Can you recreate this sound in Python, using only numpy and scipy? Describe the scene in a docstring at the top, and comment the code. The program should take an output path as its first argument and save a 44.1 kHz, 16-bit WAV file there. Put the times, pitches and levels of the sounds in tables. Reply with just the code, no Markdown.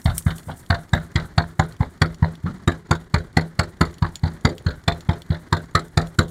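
"""Slow two-stroke boat on a lake

A single cylinder, heard on board close to its exhaust pipe. Each opening of the port sends a pressure
pulse and a burst of turbulence up the pipe, where they echo; the scavenging air follows as a puff.
A full charge barks and cracks, a thin one only thumps, a misfire chuffs. Pump and linkage tick
between the beats, over hull wash mixed with engine clatter and a bright hiss."""
import sys
import numpy as np
from scipy import signal
from scipy.fft import rfft, irfft
from scipy.io import wavfile
from scipy.ndimage import uniform_filter1d

SR = 44100
rng = np.random.default_rng(int(sys.argv[2]) if len(sys.argv) > 2 else 0)


def put_to_file(sound):
    """Save the sound as 16-bit audio at rate SR, in the file named by the first command-line argument."""
    columns = np.atleast_2d(sound).T  # one column per channel
    safe = np.clip(columns, -1, 1)
    whole_steps = np.round(safe * 32767)
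    wavfile.write(sys.argv[1], SR, whole_steps.astype(np.int16))


N = 277830
SPAN = 16384   # samples that one event may ring
HZ = np.fft.rfftfreq(SPAN, 1 / SR)
AGE = np.arange(SPAN) / SR - .02   # seconds from an event's start, with a short pre-roll

# Exhaust beats, one a turn: start_s, pulse_db, bark_db, bark_hz, crack_db, puff_db
BEATS = [(0.057, -5.5, -24.5, 720, -27.5, -40), (0.264, -6.5, -26.5, 1680, -43.5, -38),
         (0.472, -26.5, -60, 710, -65, -45.5), (0.703, -6, -14.5, 690, -23.5, -34.5),
         (0.933, -5, -16.5, 1660, -27.5, -51), (1.157, -7.5, -20, 1960, -22.5, -42.5),
         (1.379, -5.5, -17, 1576, -24.5, -50), (1.594, -7, -15, 1470, -27.5, -51),
         (1.806, -6.5, -26.5, 860, -44.5, -57), (2.017, -6, -12, 1374, -21.5, -47),
         (2.225, -4.5, -28.5, 942, -44.5, -61), (2.442, -16, -60, 830, -65, -62),
         (2.676, -6, -14.5, 1630, -25.5, -44.5), (2.91, -8, -15, 1410, -26.5, -47),
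         (3.141, -7.5, -17, 1460, -22.5, -43.5), (3.369, -9, -15.5, 1990, -23.5, -45),
         (3.592, -8, -16, 1360, -22, -45), (3.81, -8, -15.5, 1160, -23, -44),
         (4.023, -7, -29, 990, -30, -44), (4.235, -8, -29.5, 796, -38.5, -46.5),
         (4.45, -6, -15.5, 710, -20.5, -41), (4.664, -8, -26.5, 1600, -32.5, -43),
         (4.879, -8.5, -15.5, 730, -19.5, -40.5), (5.09, -6.5, -25, 840, -32, -42),
         (5.304, -8.5, -40, 600, -40, -46), (5.526, -9, -17.5, 1580, -26, -43),
         (5.751, -9.5, -15.5, 1310, -23.5, -43), (5.973, -7, -17, 1280, -21.5, -42),
         (6.188, -5, -14.5, 1050, -21.5, -50)]


def amp(db):
    """Decibels to gain."""
    return 10 ** (np.asarray(db) / 20)


def shaped(spectrum, shape):
    """Noise of rms 1 that follows an EQ curve and falls away outside it."""
    hz, db = np.transpose(spectrum)
    bins_hz = np.maximum(np.fft.rfftfreq(shape[-1], 1 / SR), 1)
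    gain = amp(np.interp(np.log(bins_hz), np.log(hz), db, left=-90, right=-90))
    noise = irfft(rfft(rng.standard_normal(shape)) * gain, shape[-1])
    return noise / noise.std()


def smooth_noise(width, shape):
    """Random wobble of rms 1, smoothed over width points."""
    slow = uniform_filter1d(uniform_filter1d(rng.standard_normal(shape), width), width)
    return slow / slow.std()


def flicker(rate_hz, depth_db, shape):
    """Random gain that changes about rate_hz times a second."""
    return amp(depth_db * smooth_noise(int(SR / rate_hz), shape))


def swell(delay_s, rise_s, fall_s):
    """Envelope that starts softly after the delay, peaks at 1 and dies away."""
    age = np.maximum(AGE - delay_s, 0)
    envelope = (1 - np.exp(-age / rise_s)) ** 2 * np.exp(-age / fall_s)
    return envelope / envelope.max()


def burst(centre_s, rise_s, fall_s):
    """Bell-shaped envelope with unequal flanks, peaking at 1."""
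    age = AGE - centre_s
    return np.exp(-(age / np.where(age < 0, rise_s, fall_s)) ** 2)


def ring(drive, hz, t60_s):
    """One resonant mode: a unit click sets a decaying sine of height 1 ringing."""
    radius, angle = amp(-60 / (t60_s * SR)), 2 * np.pi * hz / SR
    return signal.lfilter([0, np.sin(angle)], [1, -2 * radius * np.cos(angle), radius**2], drive + 1e-18)


def lifted(rows, hz, octaves, db):
    """A bell EQ boost or cut around hz."""
    bell = np.exp(-(np.log2((HZ + 1) / hz) / octaves) ** 2)
    return irfft(rfft(rows) * amp(db * bell), SPAN)


def coloured(rows, hz, width_hz, lift_db, ripple_db):
    """One resonance a row and a random ripple: the hot gas sounds other cross modes each time."""
    ripple = ripple_db * smooth_noise(90, (len(rows), len(HZ)))
    resonance = lift_db / (1 + ((HZ - hz) / width_hz) ** 2)
    return irfft(rfft(rows) * amp(resonance + ripple), SPAN)


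def place(times, rows):
    """Lay each row on the timeline at its own moment."""
    track = np.zeros(N + 2 * SPAN)
    for start_s, row in zip(times, rows):
        start = SPAN + round((start_s + AGE[0]) * SR)
        track[start:start + len(row)] += row
    return track[SPAN:SPAN + N]


def wash_and_clatter():
    """Hull wash mixed with engine clatter that swells each turn; a bright hiss swells twice a turn."""
    # Spectrum of the wash and clatter: freq_hz, level_db
    wash_eq = [(15, -41), (25, 2), (40, -6), (70, -3), (161, -7), (293, -14), (373, -12), (476, -22.5),
               (1950, -23.5), (2600, -39), (4250, -34.5), (5140, -41), (6920, -41), (16000, -61)]
    # Spectrum of the hiss: freq_hz, level_db
    hiss_eq = [(2940, -42), (5000, -14), (6900, -6), (8880, -1), (9790, -4.5), (11500, -6.5), (13400, -10),
               (16000, -13)]
    # Fader ride of the hiss: time_s, gain_db
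    hiss_ride = [(0.0, -48.5), (0.24, -48.5), (0.77, -59.5), (2.77, -72.5), (4.03, -67), (5.69, -66.5),
                 (6.3, -60.5)]
    beats_s = [beat[0] for beat in BEATS]
    clatter_throb = .45 + place(beats_s, [swell(0, .02, .07)] * len(BEATS))
    bed = amp(-43) * clatter_throb * shaped(wash_eq, (N,)) * flicker(90, 3, N)
    double_swell = swell(-.019, .0066, .018) + 1.75 * swell(.085, .03, .012)
    hiss_throb = .39 + place(beats_s, [double_swell] * len(BEATS))
    hiss_db = np.interp(np.arange(N) / SR, *np.transpose(hiss_ride))
    hiss = amp(hiss_db) * hiss_throb * shaped(hiss_eq, (N,)) * flicker(150, 2.5, N)
    return bed + hiss


def pump_and_linkage():
    """Each tick is a short rattle that strikes the linkage modes with new strengths."""
    # Pump strokes, about .13 s after a beat: start_s, lower_modes_db, upper_modes_db
    pump_strokes = [(0.1797, -53, -24.5), (0.382, -49.5, -49), (1.723, -52, -65), (2.1445, -53, -71),
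                    (2.3534, -53.5, -66), (3.044, -64, -79), (3.9408, -49, -68), (4.156, -39, -65),
                    (4.5809, -47, -65), (5.007, -49, -68), (5.219, -50, -56), (6.0706, -54, -69),
                    (6.282, -54, -67)]
    # Linkage contacts in every turn: offset_s, lower_modes_db, upper_modes_db
    contacts = [(-.0405, 0, -6), (.067, -9, -8), (.1, -6, -13), (.131, -5, -12)]
    # Fader ride of those contacts: time_s, gain_db
    contact_ride = [(0, -58), (1.1, -62), (2, -67), (2.9, -69), (3.6, -65), (4.3, -60), (5.2, -62),
                    (6.3, -63)]
    # Modes of the linkage: pitch_hz, level_db, t60_s
    modes = [(3500, -4, .004), (4400, -3, .004), (5600, -4, .003), (6900, -7, .012), (8400, -4, .003),
             (9700, -2, .005), (12800, -5, .003)]
    faint_ticks = np.column_stack([rng.uniform(0, N / SR, 60), rng.normal(-73, 3.5, (60, 2))])
    ride_s, ride_db = np.transpose(contact_ride)
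    contact_ticks = [
        (beat_s + offset_s, *rng.normal(levels_db, 3) + np.interp(beat_s, ride_s, ride_db))
        for beat_s, *_ in BEATS for offset_s, *levels_db in contacts if beat_s + offset_s < N / SR]
    ticks = np.vstack([pump_strokes, contact_ticks, faint_ticks])
    start_s, lower_db, upper_db = ticks.T[:, :, None]
    envelope = swell(0, .0002, .0012) + .15 * swell(0, .0015, .011)
    rattle = rng.standard_normal((len(ticks), SPAN // 4)) * envelope[:SPAN // 4]
    strength_db = rng.normal(0, 2, (len(ticks), len(modes)))
    ringing = 0
    for k, (hz, mode_db, t60_s) in enumerate(modes):
        tick_db = lower_db if hz < 7500 else upper_db
        ringing += amp(tick_db + mode_db + strength_db[:, [k]]) * ring(rattle, hz, t60_s)
    low_cut = signal.butter(2, 2000, "high", fs=SR, output="sos")   # small parts radiate little bass
    return signal.sosfilt(low_cut, place(start_s[:, 0], ringing))


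def misfires():
    """Unburnt gas chuffs out: a lump of noise rings a short, hollow resonance."""
    # Chuffs of gas: start_s, pitch_hz, level_db, fall_s
    chuffs = [(0.482, 790, -30, .01), (2.445, 190, -24, .05), (2.46, 1300, -33, .015)]
    rows = []
    for _, hz, db, fall_s in chuffs:
        hollow = ring(rng.standard_normal(SPAN), hz, t60_s=14 / hz)
        rows.append(amp(db) * hollow / hollow.std() * swell(0, .006, fall_s))
    return place([chuff[0] for chuff in chuffs], rows)


def silencer(drive):
    """The air in the silencer rings on after each beat."""
    # Air modes: pitch_hz, relative_db, t60_s
    modes = [(164, -2.5, 0.27), (242, -1.5, 0.063), (376, -13.5, 0.1), (425, -14.5, 0.09), (515, -15, 0.1),
             (605, -12, 0.14), (692, -12.5, 0.19)]
    return sum(amp(db - 51) * ring(drive, hz, t60_s) for hz, db, t60_s in modes)


def pipe(drive, echo):
    """Sound bounces along the pipe, weaker and duller after every round trip."""
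    round_trip_hz, damping_hz = 85.46, 970
    damping = .2 + .62 / (1 + (HZ / damping_hz) ** 2)
    feedback = np.clip(echo, 0, .9) * damping * np.exp(-2j * np.pi * HZ / round_trip_hz)
    return irfft(rfft(drive) / (1 - feedback), SPAN)


def port_pulse():
    """Pressure pulse as the port opens: the gas column sets off fast and swings back slowly."""
    centre_s, width_s = .0027, .002
    swing = (AGE - centre_s) / width_s
    swing /= np.where(swing > 0, 1.2, .85)
    return (swing**2 - 1) * np.exp(-swing**2 / 2)


def exhaust():
    """Pulse and turbulence of every beat drive pipe and silencer; a knock and a puff of air follow."""
    # Low turbulence: freq_hz, level_db
    bark_eq = [(150, 0), (250, -2), (472, -12), (683, -8), (741, -7.5), (1500, -7.5), (2110, -9.5),
               (2540, -33.5), (2900, -35), (3770, -105), (6380, -120)]
    # Shock edge: freq_hz, level_db
    crack_eq = [(1410, -30), (2400, 1), (2560, -8), (3540, 2.5), (3930, -1.5), (4350, 3), (5520, -11),
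                (6320, -13.5), (7060, -4), (8820, -20), (10000, -18.5), (14900, -33.5), (16000, -28)]
    # Gas leaving the pipe: freq_hz, level_db
    blow_eq = [(24, -50.5), (40, 8), (171, -5), (290, -5.5), (529, -7), (1150, -22), (1480, -12.5),
               (2320, -40), (3930, -24), (5050, -45), (7000, -45.5), (16000, -51)]
    # Slow drift in the tone of a full beat: time_s, crack_hz, top_db, body_db, blow_db, knock_db
    tone_drift = [(0, 3050, -35, -13, -23.5, -58), (0.75, 3500, -35, -12, -25, -59),
                  (1.0, 4450, -24, -3, -25.5, -55), (1.8, 4300, -27, 0, -30, -57),
                  (2.2, 4400, -27, 3, -29, -52), (2.7, 3800, -24, 3, -29, -47),
                  (3.6, 4400, -17, 5, -29.5, -51), (4.5, 4300, -23, 6, -29, -47),
                  (5.0, 3400, -25, 6, -29, -47), (5.5, 3900, -20, 3, -27, -52),
                  (6.3, 3850, -16, 2, -27.5, -47)]
    start_s, pulse_db, bark_db, bark_hz, crack_db, puff_db = np.transpose(BEATS)[:, :, None]
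    drift_s, *curves = np.transpose(tone_drift)
    crack_hz, top_db, body_db, blow_db, knock_db = [np.interp(start_s, drift_s, c) for c in curves]

    # A thin charge loses top, body and level.
    charge_db = bark_db + 16   # 0 for a full charge
    bright_db = np.clip(top_db + 1.8 * charge_db - crack_db, -25, 8)
    body_db += .3 * charge_db
    blow_db += .22 * np.maximum(charge_db, -55)   # even a misfire blows gas out
    knock_db += .15 * charge_db
    echo_jitter, pitch_jitter = rng.standard_normal((len(BEATS), 2)).T[:, :, None]
    echo = .44 - .02 * pulse_db + .04 * echo_jitter   # more returns after a weak pulse
    crack_hz += 200 * pitch_jitter

    shape = (len(BEATS), SPAN)
    pulse = amp(pulse_db) * port_pulse()
    growl = coloured(shaped(bark_eq, shape), bark_hz, width_hz=100, lift_db=9.5, ripple_db=3)
    edge = coloured(shaped(crack_eq, shape), crack_hz, width_hz=180, lift_db=8, ripple_db=4)
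    edge = lifted(edge, hz=10000, octaves=.8, db=bright_db)
    bark = amp(bark_db) * growl * burst(.0038, .0036, .0077)
    crack = amp(crack_db) * edge * burst(.0027, .0024, .0057)

    # The gas leaves in lumps, its treble dying first.
    hollow = coloured(shaped(blow_eq, shape), bark_hz, width_hz=100, lift_db=7, ripple_db=2.5)
    blow = amp(blow_db) * hollow * swell(.012, .002, .036) * flicker(183, 3, shape)
    sputter = amp(blow_db - 9) * growl * swell(.0099, .0094, .013) * flicker(210, 7.9, shape)
    gas = lifted(bark + blow, hz=380, octaves=.6, db=body_db) + crack + sputter

    # A narrow knock comes after two round trips of the pipe, then the scavenging air.
    knock = amp(knock_db) * lifted(edge, hz=3900, octaves=.3, db=14) * burst(.023, .0022, .0066)
    puff = amp(puff_db) * (1.25 * edge + 1.28 * growl) * swell(.0398, .0013, .0079)
    return place(start_s[:, 0], pipe(pulse + gas, echo) + silencer(pulse + 2.18 * gas) + knock + puff)


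def scene():
    """Engine over water, in mono."""
    return (exhaust() + misfires() + pump_and_linkage() + wash_and_clatter())[None]


def record(dry):
    """A small microphone: no deep bass, a dip from its housing, rounded peaks and the top cut off."""
    low_cut_hz, dip_hz, dip_width_hz, high_cut_hz = 43, 2620, 400, 16900
    thin = signal.sosfilt(signal.butter(2, low_cut_hz, "high", fs=SR, output="sos"), dry)
    dipped = thin - .22 * signal.lfilter(*signal.iirpeak(dip_hz, dip_hz / dip_width_hz, SR), thin)
    rounded = 1.281 * np.tanh(dipped / 1.23)
    return signal.sosfilt(signal.cheby2(12, 70, high_cut_hz, fs=SR, output="sos"), rounded)


dry = scene()
out = record(dry)
put_to_file(out)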